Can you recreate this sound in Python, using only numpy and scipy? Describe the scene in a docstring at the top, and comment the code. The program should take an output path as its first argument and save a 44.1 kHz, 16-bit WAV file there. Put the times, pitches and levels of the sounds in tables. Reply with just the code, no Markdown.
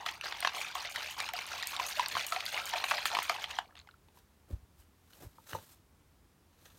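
"""Small quiet room, cloth-covered table, mostly direct sound: a plastic bottle part filled with oily liquid.
First it is shaken hard: random ringing bubbles churn, and slugs strike the damped modes of the wall.
The shaking stops and single drips follow, each a tick on the wall with one ringing bubble.
Then padded thumps as the bottle is set down, taps of its lid and knocks on a second bottle.
Slides of hands and plastic are swelling coloured noise; a steady noise is the room tone throughout."""
import sys
import numpy as np
from scipy import signal
from scipy.fft import rfft, irfft
from scipy.io import wavfile
from scipy.ndimage import uniform_filter1d, map_coordinates

SR = 44100
rng = np.random.default_rng(int(sys.argv[2]) if len(sys.argv) > 2 else 0)


def pcm_store(signal):
    """Save signal as 16-bit PCM."""
    levels = np.round(np.clip(np.atleast_2d(signal), -1, 1) * 32767)
    wavfile.write(sys.argv[1], SR, levels.astype(np.int16).T)


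N = 298998

# strokes throwing the liquid to and fro: start_s, foam_hold_s, large_bubbles_db, small_bubbles_db (relative)
STROKES = [(-.04, 0.014, -48, -45.5), (0.047, 0.019, -53.5, -41.5), (0.218, 0.051, -46.5, -42),
           (.321, 0.052, -58, -45.5), (0.415, 0.069, -47.5, -42), (0.528, 0.16, -44.5, -41.5),
           (0.742, 0.069, -46, -43.5), (0.938, 0.12, -46, -42), (1.16, 0.088, -45, -42.5),
           (1.328, 0.13, -47.5, -43.5), (1.494, 0.28, -45.5, -42.5), (1.707, 0.055, -46, -47),
           (1.778, 0.057, -46.5, -40.5), (1.956, 0.056, -45, -39.5), (2.152, 0.048, -48.5, -37),
           (2.303, 0.38, -45.5, -44.5), (2.521, 0.048, -42, -38), (2.716, 0.066, -41.5, -39),
           (2.894, 0.11, -43.5, -39), (3.088, 0.18, -42, -41.5), (3.278, 0.14, -43, -43.5),
           (3.475, 0.073, -52, -47)]
# flung drops landing between strokes: start_s, first_tick_peak_db, patter_db, foam_db (last two relative)
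FLINGS = [(0.1116, -41, -61, -49.5), (.405, -27.5, -69, -48.5), (0.561, -37, -49, -59),
          (0.751, -35, -50.5, -48.5), (0.847, -60, -80, -40.5), (.897, -36, -50, -68),
          (1.031, -52, -54, -42), (1.105, -46, -48.5, -46), (1.182, -37, -61, -60),
          (1.3353, -28.5, -63, -54), (1.466, -34.5, -56, -55), (1.6714, -20, -46, -49),
          (1.8648, -27, -45.5, -49), (1.897, -43, -49, -38), (2.084, -25.5, -52.5, -46),
          (2.11, -50, -54, -42), (2.2659, -18.5, -43.5, -46.5), (2.454, -33, -46, -40),
          (2.656, -27.5, -47.5, -43), (2.6935, -32, -55, -42), (2.842, -31, -47, -41),
          (2.882, -50, -50, -42.5), (3.0553, -22.5, -44.5, -37.5), (3.2292, -26, -47.5, -63)]
# hardest slugs of liquid, each trapping a bubble; levels before the trims in splat:
# start_s, slap_level_db, slap_tilt_db_per_octave, bubble_pitch_hz, bubble_level_db, bubble_ring_cycles
SLAPS = [(0.0628, -19.5, 2.5, 1250, -21, 18), (0.0882, -20, -3, 3240, -24, 36),
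         (0.2113, -27, 4.5, 2620, -24, 17), (0.2569, -23, -3, 1070, -52, 31),
         (0.3233, -22.5, -2, 2040, -21.5, 11), (.4255, -22, -4, 1300, -42.5, 22),
         (0.448, -12.5, -4, 1070, -14.5, 16), (0.473, -12.5, -0.5, 1030, -13.5, 11),
         (0.614, -28, 5, 2390, -21.5, 29), (0.7535, -24, 5, 1073, -22, 23),
         (0.9595, -20, 4, 1840, -26.5, 41), (1.202, -17, 2.5, 1170, -35, 25),
         (1.289, -20.5, 2, 895, -30.5, 38), (1.3363, -22.5, 1, 980, -48, 26),
         (1.365, -35, 13, 4830, -26, 47), (1.389, -25.5, 0, 2190, -24, 28), (1.6259, -25, 7, 3750, -22, 22),
         (1.631, -26, 1.5, 1860, -24, 32), (1.7648, -23, 4, 3700, -21, 18),
         (1.797, -36, 6, 1007, -17.5, 30), (1.9953, -17.5, 2.5, 980, -13, 37),
         (2.06, -18.5, 2.5, 4270, -21, 37), (2.152, -17.5, -4, 1054, -23, 41),
         (2.168, -15, -11, 1000, -24.5, 30), (2.3222, -21.5, 3, 1292, -18, 35),
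         (2.362, -20.5, -1.5, 1190, -34, 27), (2.405, -19.5, 1, 2280, -39, 38),
         (2.4627, -29.5, 17, 4630, -20, 36), (2.5765, -24.5, -5.5, 2080, -15.5, 15),
         (2.736, -18, -1.5, 890, -26.5, 31), (2.8402, -14, -1.5, 1680, -24.5, 13),
         (2.885, -33, -2, 2480, -23, 24), (2.9109, -14, -0.5, 1550, -25, 18),
         (2.915, -12, -2.5, 1110, -18.5, 25), (2.9384, -19, -5, 1050, -25, 23),
         (2.9807, -25, -8, 2010, -21.5, 23), (3.0555, -14, -0.5, 1345, -23, 39),
         (3.1499, -12, -2, 1090, -37, 27), (3.169, -21.5, 1, 1040, -13.5, 11),
         (3.188, -15.5, -0.5, 940, -18, 7.9), (3.2211, -20.5, -5, 1190, -43, 27),
         (3.2958, -13.5, 0.5, 1204, -20, 61), (3.4412, -21.5, -0.5, 3120, -20, 19),
         (3.5098, -23, 4, 2820, -41, 20), (3.587, -12.5, -3, 1570, -36, 28)]
# hollow gulps of the squeezed air pocket: start_s, peak_db, pitch_hz
GULPS = [(.063, -41.5, 698), (.426, -38, 704), (.755, -40.5, 730), (1.3363, -35, 705), (1.972, -39, 630),
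         (2.324, -35, 712), (2.363, -32, 708), (2.735, -31.5, 718), (2.753, -33, 627), (2.917, -35.5, 645),
         (2.939, -35, 687), (3.133, -33, 693), (3.297, -29.5, 724)]
# drips as the liquid drains back; levels before the trims in splat:
# start_s, tick_level_db, bubble_pitch_hz, bubble_level_db
DRIPS = [(3.657, -61, 2290, -48), (3.678, -68, 4280, -52), (3.708, -59, 1690, -50), (3.754, -40, 2730, -56),
         (3.767, -42, 3540, -45), (3.774, -39.5, 3400, -47), (3.781, -46, 4400, -43),
         (3.791, -42, 7040, -42), (3.799, -46, 4000, -38.5), (3.814, -51, 4200, -45),
         (3.873, -45.5, 824, -47.5), (3.889, -45, 1420, -41), (3.911, -51, 3900, -49),
         (3.941, -70, 1370, -46.5), (4.085, -51, 870, -54), (4.172, -64, 960, -48.5)]
# bottle wall modes, damped by the liquid: pitch_hz, level_db, t60_s
WALL_MODES = [(691, -14.5, 0.011), (1016, -2, 0.004), (1595, -1, 0.0051), (2100, 3, 0.0042),
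              (2477, 4, 0.0031), (3154, -1, 0.0047), (3524, -8.5, 0.0076), (4213, -4, 0.0031),
              (5750, -18.5, 0.0084), (6530, -20.5, 0.0097), (8910, -22, 0.0053), (11740, -22, 0.0026)]
# how strongly bubbles of each pitch come through the wall: pitch_hz, level_db
LARGE_BUBBLES = [(400, -16.5), (540, -11), (620, -5), (705, -0.5), (800, -0.5), (980, 3.5), (1200, 0.5),
                 (1400, 4.5)]
SMALL_BUBBLES = [(1400, -5), (2000, -0.5), (2600, 3), (3400, 0), (4400, 2), (5100, -7), (6000, 1.5)]
SPRAY_BUBBLES = [(6200, 8), (7600, -2.5), (8900, 2.5), (10400, -5.5), (11700, -1.5), (13500, -0.5),
                 (15500, -3.5)]
# low rumble of the flexing bottle: pitch_hz, level_db_per_hz
SURGE_COLOUR = [(40, -23.5), (100, 2.5), (200, -8.5), (400, 7), (700, -13), (2000, -30.5)]
# soft blows on the table top: start_s, peak_db, contact_s
THUMPS = [(2.143, -50, 0.0041), (4.506, -41, 0.0014), (4.5242, -28, 0.0114), (4.622, -50, 0.0095),
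          (4.788, -54, 0.013), (5.233, -53, 0.0013), (5.239, -48, 0.0071), (5.258, -43.5, 0.0074),
          (5.523, -50, 0.0012), (5.529, -41.5, 0.0054), (5.792, -58, 0.0034), (6.742, -55, 0.0045)]
# table top modes: pitch_hz, level_db, t60_s
TABLE_MODES = [(64.7, -11, 0.059), (121.5, -1, 0.022), (172, -0.5, 0.02), (317, -0.5, 0.013),
               (790, -16, 0.028)]
# lid and strap tapping as the standing bottle is nudged: start_s, peak_db, contact_s
TAPS = [(4.823, -58.5, 0.00022), (5.1331, -46.5, 0.00006), (5.532, -27, 0.0004)]
# lid modes: pitch_hz, level_db, t60_s
LID_MODES = [(1530, 9.5, 0.0058), (1880, 5, 0.0069), (2970, 8, 0.018), (4350, 6.5, 0.017), (6500, -9, .006)]
# touches and knocks on the second bottle: start_s, peak_db, contact_s
KNOCKS = [(5.383, -45, 0.00023), (5.5485, -26.5, 0.00096), (5.583, -47, 0.00035)]
# second bottle modes: pitch_hz, level_db, t60_s
SECOND_BOTTLE_MODES = [(397, -14, 0.046), (526, -10, 0.083), (882, 3, 0.052), (970, 6.5, 0.027),
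                       (1250, 6, 0.02)]
# hands and plastic sliding over cloth and paper; levels relative:
# fastest_s, swell_s, fade_s, hiss_db, low_drag_db, rubbed_plastic_db
SLIDES = [(2.15, 0.07, 0.076, -63, -51, -75), (4.17, 0.041, 0.074, -70.5, -68, -68.5),
          (4.511, 0.032, 0.069, -75, -54.5, -66), (4.805, 0.057, 0.045, -70.5, -84, -91),
          (5.145, 0.1, 0.2, -69, -71.5, -69), (5.236, 0.056, 0.046, -65, -52, -73),
          (5.492, 0.037, 0.13, -57, -77, -50.5), (5.555, 0.065, 0.074, -76, -50.5, -57.5),
          (5.729, 0.62, 0.06, -67, -87, -73), (6.66, 0.13, 0.098, -70, -74, -63.5),
          (6.78, 0.14, .1, -72.5, -74, -72)]
# colours of hiss, low drag and rubbed plastic: pitch_hz, level_db_per_hz
HISS_COLOUR = [(150, -11), (400, -28), (800, 1.5), (1500, -2.5), (2300, -5), (4200, -2.5), (6000, -4.5),
               (8500, -2), (10500, -6), (12500, 0.5), (16000, -8)]
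DRAG_COLOUR = [(40, -30.5), (90, 4), (200, -2), (330, -3.5), (550, -0.5), (1000, -9), (4000, -24)]
PLASTIC_COLOUR = [(300, -10), (540, 9.5), (950, -11), (1250, 5), (1550, 6.5), (1880, 5), (2100, -4),
                  (2650, 4.5), (3200, -1), (3950, 7.5), (5000, -12.5), (6100, 4), (8000, -17), (16000, -32)]
# steady noise of the room: pitch_hz, level_db_per_hz
ROOM_TONE = [(25, -21.5), (45, -5), (78, 3), (110, -8), (200, -9.5), (370, -13), (560, -20), (980, -19.5),
             (1500, -23.5), (2500, -27), (6000, -31), (16000, -33.5)]

STROKE_ATTACK_S = 0.023                             # the liquid piles up against the wall
GURGLE_HOLD_S, GURGLE_FALL_DB_PER_S = 0.018, 78     # large bubbles come with the impact
FOAM_SAG_DB_PER_S, FOAM_FALL_DB_PER_S = 17, 256.5   # small ones churn on, then also collapse at the second rate
PATTER_ATTACK_S, PATTER_HOLD_S, PATTER_FALL_DB_PER_S = 0.0039, 0.0082, 158.5
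MIST_DB, FLEX_DB = -12.5, -23                       # spray relative to foam, wall rumble relative to gurgle
BUBBLE_RISE_CYCLES, BUBBLE_GLIDE = 0.25, 0.054      # soft onset; share by which the pitch climbs
GULP_RISE_S, GULP_T60_S, GULP_GLIDE = 0.0043, 0.048, 0.21   # glide is the spread of a random share, up or down
DRIP_CYCLES, DRIP_TILT_DB = 23, 1                   # ring of a drip's bubble; tilt of its tick per octave
ROOM_TONE_DB = -65.5
CUTOFF_HZ = 16100


def stirring():
    """How strongly strokes and flung drops drive large bubbles, foam and spray."""
    large = together(from_db(db) * swell(s, STROKE_ATTACK_S, GURGLE_HOLD_S, GURGLE_FALL_DB_PER_S)
                     for s, _, db, _ in STROKES)
    foam = together(from_db(db) * swell(s, STROKE_ATTACK_S, hold_s, FOAM_FALL_DB_PER_S, FOAM_SAG_DB_PER_S)
                    for s, hold_s, _, db in STROKES)
    landings = np.array([swell(s, PATTER_ATTACK_S, PATTER_HOLD_S, PATTER_FALL_DB_PER_S)
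                         for s, *_ in FLINGS])
    fling_gains = from_db(np.array(FLINGS)[:, 2:].T)
    patter, stirred = np.sqrt(fling_gains ** 2 @ landings ** 2)
    return large, together([foam, stirred]), together([from_db(MIST_DB) * foam, patter])


def churn(large_gain, foam_gain, spray_gain):
    """Gurgle of large bubbles, fizz of small ones, and spray pattering inside the bottle."""
    waves = splashes(per_s=160, fade_s=0.012, spread_db=5.5)
    gurgle = bubbles(LARGE_BUBBLES, 1.6 + waves, per_s=400, cycles=23, spread_db=1.5, even_s=0.021)
    fizz = bubbles(SMALL_BUBBLES, 0.25 + waves, per_s=2600, cycles=16, spread_db=2.5, even_s=0.036)
    # a few free bubbles are less damped by the oil and plink through the foam
    plinks = bubbles(SMALL_BUBBLES, 1, per_s=150, cycles=39, spread_db=3.0, even_s=0.05)
    spray = bubbles(SPRAY_BUBBLES, 0.55 + waves, per_s=1800, cycles=71, spread_db=0.5, even_s=0.21)
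    small = from_db(-1.3) * fizz + from_db(-5.0) * plinks
    return (from_db(1.0) * large_gain * cut(gurgle, 420, "high")
            + from_db(0.56) * foam_gain * cut(small, 7000, "low", order=3)
            + from_db(-0.5) * spray_gain * spray)


def bubbles(colour, stir, per_s, cycles, spread_db, even_s):
    """Bubbles of random size and pitch, as strong as the stirring, ring and rise in pitch; rms near 1."""
    born = np.flatnonzero(rng.random(N) < per_s / SR)
    random_db = spread_db * np.minimum(rng.exponential(1, N), 4)
    sizes = (stir * from_db(random_db) * rng.choice([-1, 1], N))[born]
    lowest, highest = colour[0][0], colour[-1][0]
    pitches = lowest * (highest / lowest) ** rng.random(N)[born]
    gains = sizes * np.sqrt(pitches) * from_db(at_hz(colour, pitches))
    out = np.zeros(N)
    for i, hz, gain in zip(born, pitches, gains):
        add(out, i / SR, gain * trapped_air(hz, BUBBLE_RISE_CYCLES / hz, cycles / hz, BUBBLE_GLIDE))
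    # the stroke's energy is shared among the bubbles alive at the time
    width = int(even_s * SR) + 1
    power = uniform_filter1d(uniform_filter1d(out ** 2, width), width)
    return out / np.sqrt(np.abs(power) + 1e-9)


def trapped_air(hz, rise_s, t60, glide):
    """A pocket of air rings and dies away, its pitch moving by the share glide meanwhile; peak 1."""
    t = np.arange(int(t60 * SR) + 2) / SR
    envelope = (1 - np.exp(-t / rise_s)) * np.exp(-np.log(1000) * t / t60)
    return peak_one(envelope * np.sin(2 * np.pi * hz * (t + glide * t ** 2 / (2 * t60))))


def splashes(per_s, fade_s, spread_db):
    """Small random bursts, as of breaking waves: each starts at once and dies away; rms 1."""
    sizes = from_db(spread_db * np.clip(rng.standard_normal(N), -2, 2))
    breaks = (rng.random(N) < per_s / SR) * sizes
    return rms_one(signal.lfilter([1], [1, -np.exp(-1 / (fade_s * SR))], breaks + 1e-18))


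def cavity(x, echo_db, lag_s, swing, turns_per_s):
    """Sound bounces once across the air pocket, whose length changes with the moving liquid; level kept."""
    gain = from_db(echo_db)
    lag = SR * lag_s * np.exp(swing * drift(turns_per_s))
    echo = map_coordinates(x, [np.arange(N) - lag])
    return (x + gain * echo) / np.sqrt(1 + gain ** 2)


def surge(large_gain):
    """Faint low rumble of the bottle flexing under the moving liquid."""
    return from_db(FLEX_DB) * large_gain * noise(SURGE_COLOUR)


def slaps():
    """Heavy slugs and hollow gulps while the bottle is shaken, then single drips."""
    out = np.zeros(N)
    for s, *slap in SLAPS:
        add(out, s, splat(*slap))
    for s, db, hz in GULPS:
        # the pitch slides up or down as the pocket changes size
        glide = GULP_GLIDE * rng.standard_normal()
        add(out, s, from_db(db) * trapped_air(hz, GULP_RISE_S, GULP_T60_S, glide))
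    for s, tick_db, hz, bubble_db in DRIPS:
        add(out, s, splat(tick_db, DRIP_TILT_DB, hz, bubble_db, DRIP_CYCLES))
    return out


def splat(slap_db, tilt_db, hz, bubble_db, cycles):
    """Liquid smacks the wall and the bubble it traps rings."""
    hit = wall_hit(tilt_db, scatter_db=1.5, splash_db=-16.0, splash_s=0.0031)
    smack = peak_one(cut(hit, 520, "high"))
    bubble = trapped_air(hz, rise_s=0.00088, t60=cycles / hz, glide=0.044)
    out = np.zeros(SR // 4)
    add(out, 0, from_db(bubble_db - 5.5) * bubble)
    add(out, 0, from_db(slap_db - 3.5) * smack)
    return out


def ticks():
    """The first hard drop of each fling, heard only in the highest ringing of the wall."""
    out = np.zeros(N)
    for s, db, *_ in FLINGS:
        tick = wall_hit(tilt_db=0, scatter_db=4, splash_db=-8, splash_s=.0011)
        add(out, s, from_db(db) * peak_one(cut(tick, 8730, "high", order=4)))
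    return out


def wall_hit(tilt_db, scatter_db, splash_db, splash_s, size=3000):
    """A blow and brief splash ring the wall; the moving liquid shifts every mode from hit to hit."""
    fade = np.exp(-np.arange(size) / SR / splash_s)
    force = from_db(splash_db) * rng.standard_normal(size) * fade
    force[0] += 1
    out = np.zeros(size)
    for k, (hz, db, t60) in enumerate(WALL_MODES):
        level_chance, pitch_chance = rng.standard_normal(2)
        octaves = np.log2(hz / WALL_MODES[0][0])
        gain = from_db(db + tilt_db * octaves + scatter_db * level_chance)
        out += (-1) ** k * gain * ring(force, hz * np.exp(0.05 * pitch_chance), t60)
    return out


def handling():
    """Padded thumps on the table, taps of the lid and knocks on the second bottle."""
    out = np.zeros(N)
    for blows, body in (THUMPS, TABLE_MODES), (TAPS, LID_MODES), (KNOCKS, SECOND_BOTTLE_MODES):
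        for s, db, contact_s in blows:
            add(out, s, from_db(db) * strike(body, contact_s))
    return out


def strike(modes, contact_s, size=8000):
    """A half-sine push rings a body; a longer contact gives a duller blow."""
    force = np.sin(np.pi * np.minimum(np.arange(size) / SR / contact_s, 1))
    return peak_one(sum((-1) ** k * from_db(db) * ring(force, hz, t60)
                        for k, (hz, db, t60) in enumerate(modes)))


def rubbing(rough_db, uneven_db):
    """Hiss of skin, cloth and paper, dull drag of a bottle and its rubbed wall, swelling with each slide."""
    t, rows = np.arange(N) / SR, np.array(SLIDES)
    speeds = []
    for s, swell_s, fade_s in rows[:, :3]:
        # 20 dB of change over each swell or fade time
        away = np.maximum((s - t) / swell_s, (t - s) / fade_s)
        speeds.append(from_db(-20 * np.minimum(away, 10)))
    hiss, drag, plastic = np.sqrt(from_db(rows[:, 3:].T) ** 2 @ np.array(speeds) ** 2)
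    slips = splashes(per_s=260, fade_s=0.0065, spread_db=6.5)   # skin catches and lets go of the plastic
    friction = (from_db(6.5) * hiss * cut(noise(HISS_COLOUR), 150, "high")
                + drag * noise(DRAG_COLOUR)
                + plastic * slips * noise(PLASTIC_COLOUR))
    return from_db(rough_db * drift(250) + uneven_db * drift(35)) * friction


def room(x, wet_db, t60, dull_hz, size=20000):
    """The faint tail of a small room: dulled noise that builds up and dies away."""
    t = np.arange(size) / SR
    tail = rng.standard_normal(size) * np.exp(-np.log(1000) * t / t60) * (1 - np.exp(-t / 0.0048))
    tail = cut(tail, dull_hz, "low")
    return x + from_db(wet_db) * signal.fftconvolve(x, tail / np.sqrt(np.sum(tail ** 2)))[:N]


def room_tone():
    """Steady noise of the quiet room, strongest in the bass."""
    return from_db(ROOM_TONE_DB) * noise(ROOM_TONE)


def ring(force, hz, t60):
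    """A two-pole resonator: a unit click sets a sine of height about 1 ringing."""
    r = np.exp(-np.log(1000) / (t60 * SR))
    w = 2 * np.pi * min(hz, .45 * SR) / SR
    return signal.lfilter([0, np.sin(w)], [1, -2 * r * np.cos(w), r * r], force + 1e-18)


def swell(s, attack_s, hold_s, fall_db_per_s, sag_db_per_s=0):
    """Gain that rises from time s, holds (perhaps sagging) and falls, lasting one second in all."""
    out = np.zeros(N)
    t = np.arange(max(round(s * SR), 0), min(round((s + 1) * SR), N)) / SR - s
    fall_db = sag_db_per_s * t + fall_db_per_s * np.maximum(t - attack_s - hold_s, 0)
    add(out, max(s, 0), np.clip(t / attack_s, 0, 1) * from_db(-fall_db))
    return out


def together(gains):
    """Unrelated sounds add in power."""
    return np.sqrt(sum(g ** 2 for g in gains))


def drift(rate):
    """Smooth random motion of spread 1, with rate turns a second."""
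    knots = rng.standard_normal(2 ** 13)
    return rms_one(np.interp(np.arange(N) / SR * rate, np.arange(len(knots)), knots))


def noise(spectrum):
    """Noise of a given colour, rms 1."""
    hz = np.maximum(np.fft.rfftfreq(N, 1 / SR), 1)
    return rms_one(irfft(rfft(rng.standard_normal(N)) * from_db(at_hz(spectrum, hz)), N))


def at_hz(points, hz):
    """Read a spectrum in dB on a log-frequency axis."""
    f, db = np.transpose(points)
    return np.interp(np.log(hz), np.log(f), db)


def cut(x, hz, kind, order=2):
    """Butterworth low- or high-pass."""
    return signal.sosfilt(signal.butter(order, min(hz, .45 * SR), kind, fs=SR, output="sos"), x)


def add(out, s, sound):
    """Mix a sound in at time s."""
    i = round(s * SR)
    out[i:i + len(sound)] += sound[:len(out) - i]


def from_db(db):
    """Decibels to gain."""
    return 10 ** (np.asarray(db) / 20)


def rms_one(x):
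    """Scale to unit rms."""
    return x / np.sqrt(np.mean(x ** 2) + 1e-20)


def peak_one(x):
    """Scale to unit peak."""
    return x / (np.abs(x).max() + 1e-20)


def scene():
    """The liquid and the handling sound in a quiet room."""
    large, foam, spray = stirring()
    churning = cavity(churn(large, foam, spray), echo_db=-11.0, lag_s=0.001103, swing=.25, turns_per_s=7)
    liquid = churning + surge(large) + slaps() + ticks()
    sources = liquid + handling() + rubbing(rough_db=2.0, uneven_db=0.5)
    heard = room(sources, wet_db=-16.5, t60=0.12, dull_hz=8060)
    return (heard + room_tone())[None]


def record(dry):
    """The microphone loses the deepest bass; the top is cut steeply."""
    thin = cut(dry, 30, "high", order=4)
    return signal.sosfilt(signal.ellip(10, .1, 70, CUTOFF_HZ, fs=SR, output="sos"), thin)


dry = scene()
out = record(dry)
pcm_store(out)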